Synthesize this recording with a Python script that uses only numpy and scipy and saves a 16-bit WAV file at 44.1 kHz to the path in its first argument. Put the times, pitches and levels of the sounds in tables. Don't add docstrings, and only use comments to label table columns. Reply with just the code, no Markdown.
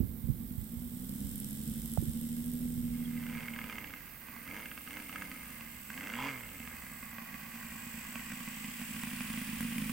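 import sys
import numpy as np
from scipy import signal
from scipy.fft import rfft, irfft
from scipy.io import wavfile

SR = 44100
rng = np.random.default_rng(int(sys.argv[2]) if len(sys.argv) > 2 else 0)


def inscribe(sig):
    pcm = np.round(np.clip(np.atleast_2d(sig).T, -1, 1) * 32767)
    wavfile.write(sys.argv[1], SR, pcm.astype(np.int16))


N = 437472
T = np.arange(N) / SR


def amp(db):
    return 10 ** (np.asarray(db) / 20)


def unit(x):
    return x / np.sqrt(np.mean(x ** 2) + 1e-20)


def curve(rows, axis=1):
    rows = np.asarray(rows)
    return np.interp(T, rows[:, 0], rows[:, axis])


def phase_of(hz):
    return 2 * np.pi * np.cumsum(hz) / SR


def noise():
    return rng.standard_normal(N)


def waver(hz):
    lowpass = np.exp(-(np.fft.rfftfreq(N, 1 / SR) / hz) ** 2)
    return unit(irfft(rfft(noise()) * lowpass, N))


def colour(x, points):
    hz, db = np.transpose(points)
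    log_hz = np.log(abs(np.fft.fftfreq(4096, 1 / SR)) + 1)
    log_gain = np.log(amp(np.interp(log_hz, np.log(hz), db)))
    taps = np.fft.ifft(np.exp(np.conj(signal.hilbert(log_gain)))).real
    return signal.oaconvolve(x, taps)[:N]


def resonate(x, hz, width, phase=0):
    turn = np.exp(1j * phase_of(hz * np.ones(N)))
    r = np.exp(-np.pi * width / SR)
    smooth = signal.lfilter([1 - r], [1, -r], x / turn + 1e-18)
    return 2 * (np.exp(1j * phase) * turn * smooth).real


def clicks(s, db):
    place = np.clip(np.round(s * SR).astype(int), 0, N - 1)
    return np.bincount(place, amp(db), N)


def fade(x, seconds):
    return signal.lfilter([1], [1, -np.exp(-1 / (SR * seconds))], x + 1e-18)


def pan(x, lean_db):
    ports = np.array([x * amp(lean_db / 2), x * amp(-lean_db / 2)])
    return ports / np.cosh(lean_db * np.log(10) / 40)


# f/Hz, level/dB
AIR_LEFT = [(60, -44), (250, 13.5), (500, 16.5), (1000, 15.5), (2000, 0.5), (4000, 13), (7000, 0.5),
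            (10000, -32), (16000, 3)]
AIR_RIGHT = [(60, -9), (250, -11), (500, -1.5), (1000, -4.5), (2000, -7), (4500, -32), (7000, -13),
             (9000, -7.5), (11000, -1.5), (16000, -6.5)]


def air():
    left = amp(-63.5) * unit(colour(noise(), AIR_LEFT))
    right = amp(-55.5) * unit(colour(noise(), AIR_RIGHT))
    return np.array([left, right])


# t/s, level/dB
WIND = [(0, -34.5), (.15, -41), (.8, -45), (2.9, -42), (4.2, -56), (6, -52.5), (6.5, -54.5), (8.8, -52.5),
        (9.92, -47.5)]
# t/s, left minus right level/dB
WIND_LEAN = [(0, -9.5), (1.5, -4.5), (3, -6.5), (4, -2.5), (9.9, -1)]
# f/Hz, level/dB
RUMBLE = [(15, -19), (35, -4), (55, 2), (90, -5), (150, -3), (300, -12), (700, -37), (2000, -88)]
# t/s, level/dB, decay/s, upper edge f/Hz
BUMPS = [(0.003, -25.5, 0.016, 267), (0.036, -33.5, 0.015, 225), (.236, -31.5, 0.013, 150),
         (0.286, -25.5, 0.016, 190), (0.3, -30, 0.0074, 270), (0.575, -34, 0.02, 150),
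         (0.612, -40, 0.011, 192), (0.76, -43.5, 0.059, 123), (1.238, -47, 0.23, 128),
         (1.9747, -26.5, 0.0012, 750), (1.98, -23, 0.011, 165), (2.024, -35.5, 0.022, 323),
         (2.079, -28, 0.0071, 187), (2.77, -42.5, 0.086, 120)]


def wind():
    shared = noise()
    rumble = np.array([unit(colour(shared + 0.5 * noise(), RUMBLE)) for _ in range(2)])
    lumps_db = 2 * np.tanh(waver(hz=3.1))
    rumble *= pan(amp(curve(WIND) - 4.5 + lumps_db), lean_db=curve(WIND_LEAN))
    bumps = np.zeros(N)
    age = T[:SR // 3]
    for s, db, decay, edge_hz in BUMPS:
        shape = np.exp(-age / decay)
        push = signal.unit_impulse(len(age)) * np.sqrt(SR * decay / 2)
        eddies = shape * rng.standard_normal(len(age))
        band = signal.butter(4, [45, edge_hz], "band", fs=SR, output="sos")
        puff = signal.sosfilt(band, eddies - push)
        start = max(round(s * SR), 0)
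        bumps[start:start + len(age)] += amp(db) * puff * np.linalg.norm(shape) / np.linalg.norm(puff)
    return rumble + pan(bumps, lean_db=-37)


def wingbeat(rate, depth_db, double_db):
    angle = phase_of(rate)
    return unit(amp(depth_db * np.cos(angle) + double_db * np.cos(2 * angle)))


# f/Hz, level/dB
TRILL = [(7000, -23), (10000, -21), (11500, 0), (13500, 10.5), (16000, 8)]
# t/s, pulse rate f/Hz
TRILL_RATE = [(3, 94.5), (3.5, 101.5)]
# start t/s, end t/s, f/Hz, level/dB, pulse rate f/Hz
SONGS = [(3.104, 3.81, 8500, -62.5, 50), (4.3, 5.597, 8880, -58.5, 44), (5.608, 7.12, 7800, -58, 60),
         (5.61, 7.115, 9200, -64.5, 53.5), (7.54, 9.057, 7700, -54.5, 52.3), (8.85, 10.1, 9500, -53, 60)]
SONG_SAG, SONG_SAG_S = 0.12, 0.1


def insects():
    trill = wingbeat(curve(TRILL_RATE) * (1 + 0.0083 * waver(hz=4.3)), depth_db=2.0, double_db=1.0)
    trill_db = (-65, -46)
    out = np.array([amp(db) * unit(colour(trill * noise(), TRILL)) for db in trill_db])
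    for start, end, hz, db, rate in SONGS:
        sag = SONG_SAG * np.exp(np.minimum(T - end, 0) / SONG_SAG_S)
        strokes = wingbeat(rate * (1 - sag), depth_db=6.5, double_db=1.0)
        phrase = np.clip(np.minimum((T - start) / 0.63, (end - T) / 0.014) + .5, 0, 1)
        band = [(.5 * hz, -40), (0.89 * hz, -15), (1.01 * hz, 0),
                (1.018 * hz, 0), (1.126 * hz, -13), (2 * hz, -35)]
        out += amp(db) * phrase * [unit(colour(strokes * noise(), band)) for _ in range(2)]
    return out


# t/s, length/s, start f/Hz, end f/Hz, level/dB
CHIP = (3.047, .02, 3450, 3080, -52)


def bird():
    s, length, start_hz, end_hz, db = CHIP
    along = np.clip((T - s) / length, 0, 1)
    tone = np.sin(phase_of(start_hz + (end_hz - start_hz) * along))
    return pan(amp(db) * np.sin(np.pi * along) ** 2 * tone, lean_db=-14)


def swish(speed, turn_db, blade_db, firing_db):
    firing = phase_of(curve(speed))
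    angle = firing * 2 / 3
    return unit(amp(turn_db * np.cos(angle) + blade_db * np.cos(2 * angle) + firing_db * np.cos(firing)))


# t/s, firing rate f/Hz
FAR_SPEED = [(0, 44), (.3, 45.7), (.55, 50), (.75, 59), (.95, 60.5), (1.2, 67.3), (1.55, 70.5), (1.85, 76),
             (2.15, 76.3), (2.5, 80.6), (3.15, 80), (3.6, 77)]
# t/s, firing rate f/Hz
NEAR_SPEED = [(2.8, 88), (3.15, 93), (3.42, 117), (3.8, 103), (4.2, 69), (4.45, 82), (4.59, 109),
              (4.72, 101), (4.85, 88), (4.98, 102), (5.09, 92), (5.21, 98), (5.45, 80), (5.87, 68),
              (6.1, 106), (6.27, 141), (6.6, 86), (7.0, 59), (7.5, 54.5), (9.92, 52.5)]
# t/s, level/dB
HISS = [(0, -64.5), (.9, -56), (1.3, -51), (1.9, -50), (3.3, -55.5), (4.36, -60), (4.9, -54.5), (7.05, -56),
        (7.15, -56), (7.8, -51.5), (9.3, -46), (9.92, -46.5)]
# f/Hz, level/dB
HISS_FAR = [(500, -39), (1600, 1.5), (2500, -6.5), (3100, 4.5), (3700, 3.5), (4500, -4), (5200, 3),
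            (6500, -2.5), (8300, 12), (10000, 3.5), (11500, 9), (13000, -4), (16000, 7)]
HISS_NEAR = [(500, -24.5), (2700, 9), (3900, -6), (4800, -2.5), (5600, -4), (7000, -5), (7800, 3),
             (9200, -1), (11000, -10.5), (16000, 2)]


def propeller():
    far_share = np.interp(T, [2.8, 3.7], [1, 0])
    far_swish = swish(FAR_SPEED, turn_db=0.1, blade_db=1.5, firing_db=1.5)
    near_swish = swish(NEAR_SPEED, turn_db=1.5, blade_db=0.8, firing_db=0.6)
    out = np.zeros((2, N))
    for port in out:
        port += np.sqrt(far_share) * unit(colour(far_swish * noise(), HISS_FAR))
        port += np.sqrt(1 - far_share) * unit(colour(near_swish * noise(), HISS_NEAR))
    return out * amp(curve(HISS)) * amp([[2], [2.5]])


def firings(speed, hard_s):
    count = np.cumsum(curve(speed)) / SR
    at = np.interp(hard_s, T, count)
    steps = np.maximum(np.round(np.diff(at)), 1)
    number = np.r_[0, np.cumsum(steps)].astype(int)
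    every = np.arange(-90, number[-1] + 30)
    s = np.interp(every + np.interp(every, number, at - number), count, T)
    last_hard = np.maximum(np.searchsorted(number, every, "right") - 1, 0)
    since = every - number[last_hard]
    heard = (s > 0) & (s < T[-1])
    return s[heard], since[heard]


# t/s, relative level/dB
TICKS = [(1.0932, -34), (1.314, -41), (1.4445, -37), (1.937, -42), (9.0352, -34), (9.6076, -29),
         (9.628, -38), (9.781, -35), (9.894, -36)]


def ticks():
    shaft = [(s, rate * 2 / 3) for s, rate in FAR_SPEED]
    s, _ = firings(shaft, [tick[0] for tick in TICKS])
    s = s[s < 2.8]
    light = clicks(s, np.interp(s, T, curve(HISS)) + 20 + 3 * noise()[:len(s)])
    strikes = fade(light + amp(9.5) * clicks(*np.transpose(TICKS)), seconds=0.0013)
    ports = []
    for _ in range(2):
        rattle = strikes * noise()
        main_mode = resonate(resonate(rattle, hz=11500, width=1500), hz=11350, width=1900)
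        ports.append(main_mode + 0.8 * resonate(rattle, hz=8300, width=520))
    return amp([[-2], [2]]) * ports


# f/Hz, level/dB
PULSE = [(25, 3.5), (80, -10.5), (140, 6.5), (240, 7.5), (300, -6.5), (380, -14.5), (520, 4.5), (750, -29),
         (1500, 9.5), (5000, 19)]


def exhaust(s, db, ring_hz, width_hz):
    pulses = clicks(s, db) * SR / (2 * np.pi)
    main_mode = resonate(pulses, ring_hz, width_hz, phase=-np.pi / 2) / width_hz
    second_mode = resonate(pulses, 1.3 * ring_hz, 5.5 * width_hz, phase=-np.pi / 2) / (4.9 * width_hz)
    return colour(main_mode - 0.11 * second_mode, PULSE)


# t/s, relative level/dB
FAR_LEVEL = [(0, -45), (.5, -46.5), (1.0, -44), (1.8, -45), (2.5, -39.5), (3.1, -39.5), (3.45, -47.5),
             (3.9, -64)]
# level/dB of each at full depth, from the hard one on
LOPE = [10, 2.5, 6.5, -33, 3.5, 6.5]
# firing rate f/Hz, share
LOPE_DEPTH = [(45, 0.6), (60, 0.68), (73, 1), (80, 0.4)]
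FAR_PUTTS = [.137, 0.5082, 0.7345, 1.0315, 1.2567, 1.5188, 1.8467, 2.4806, 2.7782, 3.2809, 3.509]
FAR_STAGGER_S = 0.00012


def lope(scatter_db):
    s, since = firings(FAR_SPEED, FAR_PUTTS)
    rate = np.interp(s, T, curve(FAR_SPEED))
    depth = np.interp(rate, *np.transpose(LOPE_DEPTH))
    uneven_db = depth * np.take(LOPE, since % len(LOPE)) + scatter_db * noise()[:len(s)]
    return s + FAR_STAGGER_S * noise()[:len(s)], np.interp(s, T, curve(FAR_LEVEL)) + uneven_db


def far_engine():
    s, db = lope(scatter_db=1.66)
    throb = amp(3.0) * exhaust(s, db, ring_hz=244.0, width_hz=55.7)
    left, right = pan(throb, lean_db=-3.5)
    return np.array([left, np.interp(T - .00034, T, right)])


# thump level/dB, crack level/dB, lateness t/s
CYLINDERS = [(-0.5, 4, 0.00042), (7, 0, 0.00058), (-9, 3, 0.0021)]
# t/s, thump level/dB, crack level/dB
POPS = [(3.265, -4, 8.5), (3.297, -1, 6.1), (3.326, 16, 4.6), (3.35, 6, 6.5), (3.379, 3, 6.5),
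        (3.405, 5, 6.8), (3.431, 0, 6.5), (3.456, 0, 6), (3.4818, 8, 9.7), (3.536, 1, 8.6),
        (3.561, 18, 8.9), (3.588, 2.5, 11), (3.64, 23, 8.7), (3.697, 2, 9.6), (3.725, 2, 9.5),
        (3.754, -2, 6.9), (3.7823, 2, 11), (3.842, 0, 11.2), (3.9368, 11, 11.7), (4.285, 9.5, 7.4),
        (4.3628, 9, 7.3), (4.476, 8, 9.4), (4.51, -3, 5.3), (4.5429, 4.4, 6.4), (4.573, 1, 3.6),
        (4.6003, 7, 5.7), (4.6566, 17.5, 12.4), (4.714, 16, 14.4), (4.776, 14, 15.5), (4.874, 14, 12),
        (4.907, 8, 11.3), (4.969, 10, 10), (4.999, 13, 7.9), (5.093, 11, 13), (5.1265, 7.6, 11.3),
        (5.158, -1, 12), (5.22, 4, 12), (5.3147, 11, 11), (5.6088, 6, 10.4), (5.902, 6, 11.8),
        (5.94, -3, 5.5), (5.976, 4, 10.8), (6.008, -3, 9.6), (6.038, -3, 8.3), (6.07, 6, 9.6),
        (6.099, 7, 9.3), (6.136, 12, 9.3), (6.153, 8, 8.6), (6.178, 8, 7.5), (6.201, 6, 8.3),
        (6.224, 3, 6.4), (6.247, -1, 4.1), (6.269, 3, 1.9), (6.2891, -1, 4.2), (6.489, 15, 7.3),
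        (6.555, 12, 3.4), (6.6005, 17.5, 11.2), (6.627, 9, 5.8), (6.6742, 13.5, 10), (6.738, 8, 2.5),
        (6.835, 7.5, 2.1), (6.913, 8, 2.66), (6.97, 5, 2), (7.0269, 7, 8.1), (7.061, 3.5, 2.5),
        (7.183, 6, 11), (7.218, 6.5, 3.8), (7.327, 3, 2), (7.342, 8, 10.7), (7.429, 3, 3.5), (7.538, 4, 1),
        (7.5554, 4, 8.5), (7.647, 5.5, 4.6), (7.664, 1, 2.5), (7.719, 4, 3), (7.755, 5.5, 2.5),
        (7.828, 4, 1), (7.866, 5.5, 3.4), (7.941, 6.5, 7.8), (7.976, 5.5, 6), (8.087, 5, 3),
        (8.156, 7, 13.7), (8.194, 4, 8.8), (8.302, 4.5, 7.3), (8.319, 4.5, 11.4), (8.334, 7, 4.5),
        (8.406, 3.5, 7.6), (8.4761, 7.5, 11), (8.568, 3.5, 4.4), (8.644, 6, 11), (8.682, 5.5, 3.4),
        (8.795, 3.5, 3), (8.815, 6.5, 9.7), (8.906, 4.5, 3.3), (8.944, 3, 4.4), (8.963, 5, 6.1),
        (9.034, 7, 13.4), (9.071, 5.5, 5), (9.132, 6.5, 4.1), (9.169, 1, 3), (9.206, 7.5, 11.4),
        (9.301, 7.5, 7), (9.338, 4.5, 6.5), (9.3747, 7.5, 8.9), (9.415, 5.5, 3), (9.491, 4, 3),
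        (9.53, 4.5, 2.5), (9.606, 5.5, 8.8), (9.628, 3, 8.8), (9.648, 6, 4.5), (9.722, 1.5, 4),
        (9.759, 2, 1), (9.781, 4, 10.2), (9.819, 4.5, 10), (9.858, 1, 4), (9.8946, 3, 11.3)]
FIRM_DB, WEAK_DB = np.array([[-1.5], [.5]]), np.array([[-3.5], [-1.5]])
SCATTER_IDLE_DB, SCATTER_OPEN_DB = np.array([[3.2], [3.5]]), np.array([[2], [3]])
STAGGER_S = 0.001055


def stumble():
    s, since = firings(NEAR_SPEED, [pop[0] for pop in POPS])
    rate = np.interp(s, T, curve(NEAR_SPEED))
    firm = np.clip((rate - 65) / 25, 0, 1)
    idle = np.where(since % 2 == 0, FIRM_DB, WEAK_DB)
    uneven = np.interp(rate, [112, 135], [1, .6])
    cylinder = np.transpose(CYLINDERS)[:, since % len(CYLINDERS)]
    extra = firm * uneven * cylinder[:2] + (1 - firm) * idle
    spread_db = firm * SCATTER_OPEN_DB + (1 - firm) * SCATTER_IDLE_DB
    extra += spread_db * np.tanh([noise()[:len(s)] for _ in range(2)])
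    extra[:, since == 0] = np.transpose(POPS)[1:]
    late = firm * uneven * cylinder[2]
    stagger = STAGGER_S * (1 - firm) * (since > 0) * noise()[:len(s)]
    return s + late + stagger, extra


# t/s, thump level/dB, crack level/dB
APPROACH = [(2.8, -85, -68), (3.0, -77, -58), (3.3, -56, -52), (3.7, -55, -42.5), (4.5, -59.5, -53),
            (5.4, -53, -45.5), (6.0, -53.5, -53), (6.2, -57, -52.5), (6.35, -51, -40), (6.65, -54.5, -41.5),
            (7.1, -48.5, -46.5), (7.9, -46.5, -47.5), (8.7, -42, -48), (9.3, -39, -45.5),
            (9.92, -31.5, -46.5)]
CRUISE_RATE, FULL_RATE = 70, 78.8
THUMP_DB_PER_RATE, CRACK_DB_PER_RATE = 0.3929, 0.181
THUMP_DB_PER_PULL, CRACK_DB_PER_PULL = 0.036, 0.0618
PULL_LAG_S = 0.08


def effort(rate):
    pull = fade(np.gradient(rate), seconds=PULL_LAG_S) / PULL_LAG_S
    faster = np.minimum(rate, FULL_RATE) - CRUISE_RATE
    thump_db = curve(APPROACH) + THUMP_DB_PER_RATE * faster + THUMP_DB_PER_PULL * pull
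    crack_db = curve(APPROACH, axis=2) + CRACK_DB_PER_RATE * faster + CRACK_DB_PER_PULL * pull
    return thump_db, crack_db


# f/Hz, level/dB
DRONE = [(60, -9), (100, -9.5), (140, -40), (200, -2), (295, -1.5), (350, -25), (420, -14.5), (520, -13),
         (610, -18.5), (700, -23), (1000, -13.5)]


def drone(rate, db):
    cycles = np.cumsum(rate / 3) / SR
    hz, colour_db = np.transpose(DRONE)
    out = np.zeros(N)
    for order in range(2, 30):
        line_hz = order * rate / 3
        between = order % 3 > 0
        weaker_db = np.interp(order, [9, 10], [-13 * between, -9 * (order % 2)])
        line_db = np.interp(line_hz, hz, colour_db) + weaker_db
        out += amp(line_db) * np.cos(2 * np.pi * (order * cycles + rng.random()))
    return amp(db) * out


# f/Hz, width f/Hz, idle level/dB, open-throttle level/dB, extra dB per dB of hardness
POP_MODES = [(1120, 140, -10, -30, 0), (1540, 160, -16.5, -15, .8), (2040, 160, -15, -3, .1),
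             (2560, 130, -9, -17, .7), (3040, 160, -34, -21, .5)]


def pops(s, db, hardness_db, heat, throttle):
    out = np.zeros(N)
    flutter = 1 + 0.015 * waver(hz=15)
    opened = np.interp(s, T, throttle)
    for hz, width, idle_db, open_db, brighten in POP_MODES:
        mode_db = idle_db + (open_db - idle_db) * opened
        strikes = clicks(s, db + mode_db + (1 + brighten) * hardness_db)
        out += resonate(strikes, hz * heat * flutter, width) * SR / (2 * np.pi * width)
    out = signal.sosfilt(signal.butter(2, 900, "high", fs=SR, output="sos"), out)
    return signal.sosfilt(signal.butter(10, 3450, fs=SR, output="sos"), out)


# t/s, relative level/dB
BARKS = [(6.164, -41), (6.187, -34), (6.21, -35), (6.234, -37), (6.255, -36.5), (6.279, -45)]
# f/Hz, width f/Hz, level/dB
BARK_MODES = [(827, 50, -4.5), (926, 88, 2.5), (1020, 49, -1.5), (3290, 74, -5.5)]


def barks():
    blows = clicks(*np.transpose(BARKS)) * SR / (2 * np.pi)
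    out = np.zeros(N)
    for k, (hz, width, db) in enumerate(BARK_MODES):
        out += (-1) ** k * amp(db) * resonate(blows, hz, width, phase=-np.pi / 2) / width
    return out


def blast(blows):
    decay_s = .0013
    swell = fade(fade(blows, seconds=decay_s), seconds=decay_s) * np.e / (SR * decay_s)
    band = signal.butter(7, (1200, 3050), "band", fs=SR, output="sos")
    return amp(4.5) * signal.sosfilt(band, swell * np.tanh(noise()))


def scatter(x, seconds):
    t = T[:SR // 8]
    tails = rng.standard_normal((2, len(t))) * np.exp(-t / seconds) * (t > .002)
    return signal.oaconvolve(x[None], tails / np.linalg.norm(tails[0]), axes=1)[:, :N]


# f/Hz, width f/Hz, level/dB, rise in f as a share, extra level/dB
PIPE = [(1162, 85, 0.5, 0.11, -0.5), (1638, 108, -1, 0.018, 4.5), (1994, 135, 4, 0.066, 5.5),
        (2466, 110, 1, 0.12, -4), (2850, 95, -21, 0.027, -7), (4680, 290, -26, .01, 12.5)]
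# f/Hz, level/dB
MUFFLER = [(300, -14.5), (800, 4.5), (1200, 2.5), (2400, 2), (3350, -19), (3800, -17.5), (4700, 3),
           (6000, -16.5), (12000, -4)]


def overtones(gas, throttle):
    wander = 1 + .015 * waver(hz=5.6)
    out = np.zeros(N)
    for hz, width, db, rise, open_db in PIPE:
        ring = resonate(gas, hz * wander * (1 + rise * throttle), width)
        out += amp(db + open_db * throttle) * ring
    return colour(out, MUFFLER)


# f/Hz, level/dB
CRACK = [(200, -58), (500, 1), (900, -3.5), (1400, -0.5), (2400, 4), (3200, -26), (3800, -14), (4800, -8),
         (6500, -5), (9000, -26), (15000, -16)]
# t/s, level/dB
LOW_ORDER = [(5.8, -80), (6.1, -61), (6.22, -46), (6.45, -54.5), (6.7, -59), (7.1, -75)]
THUMP_OPEN_DB = -15
RING_OPEN_DB = -6.5


def near_engine():
    s, (thump_db, crack_db) = stumble()
    rate = curve(NEAR_SPEED)
    throb_db, running_db = effort(rate)
    throttle = np.clip((rate - 55) / 55, 0, 1)
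    heat = 1 + 0.056 * throttle

    thump_base_db = np.interp(s, T, throb_db + 6.0 + THUMP_OPEN_DB * throttle)
    thump = exhaust(s, thump_base_db + thump_db, 238 * heat, width_hz=47.0)
    hum = drone(rate, running_db - 8 + np.interp(rate, [56, 95], [-18, 1]))
    hum += amp(curve(LOW_ORDER)) * np.cos(phase_of(rate))

    firing_db = np.interp(s, T, running_db)
    blows = clicks(s, firing_db + 1.15 * crack_db)
    burst = fade(fade(blows, seconds=.0024), seconds=.0003) / (SR * .0003)
    flow = amp(running_db - 5.3 - 8 * throttle)
    burst_gain = np.interp(throttle, [0, 1], [1.3, .75])
    gas = burst_gain * burst * np.tanh(noise()) + flow * noise()

    pipe = overtones(gas, throttle)
    struck = pops(s, firing_db, crack_db, heat, throttle)
    crack = amp(12.0 + RING_OPEN_DB * throttle) * pipe + struck + amp(-1.0) * colour(gas, CRACK) + barks()
    crack *= amp(np.interp(T, [8, 9.6], [0, -2.5]))
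    clatter = np.array([colour(flow * noise(), CRACK) for _ in range(2)])
    scattered = clatter + amp(-5.5) * scatter(crack, seconds=0.017)
    rasp = resonate(resonate(gas, hz=2270, width=1570), hz=2290, width=1900)
    rasp *= np.interp(T, [7.5, 9.3], [0, 1.4])

    low = pan(thump + hum, lean_db=-3.0)
    sharp = pan(crack + throttle * blast(blows) + amp(7.5) * rasp, lean_db=-4.0)
    return low + sharp + amp([[-1], [-4]]) * scattered


def scene():
    background = air() + wind() + insects() + bird()
    return background + propeller() + ticks() + far_engine() + near_engine()


def record(dry):
    edge_hz = 15950
    lowpass = signal.firwin(601, edge_hz, window=("kaiser", 9), fs=SR)
    return signal.oaconvolve(dry, lowpass[None], "same")


dry = scene()
out = record(dry)
inscribe(out)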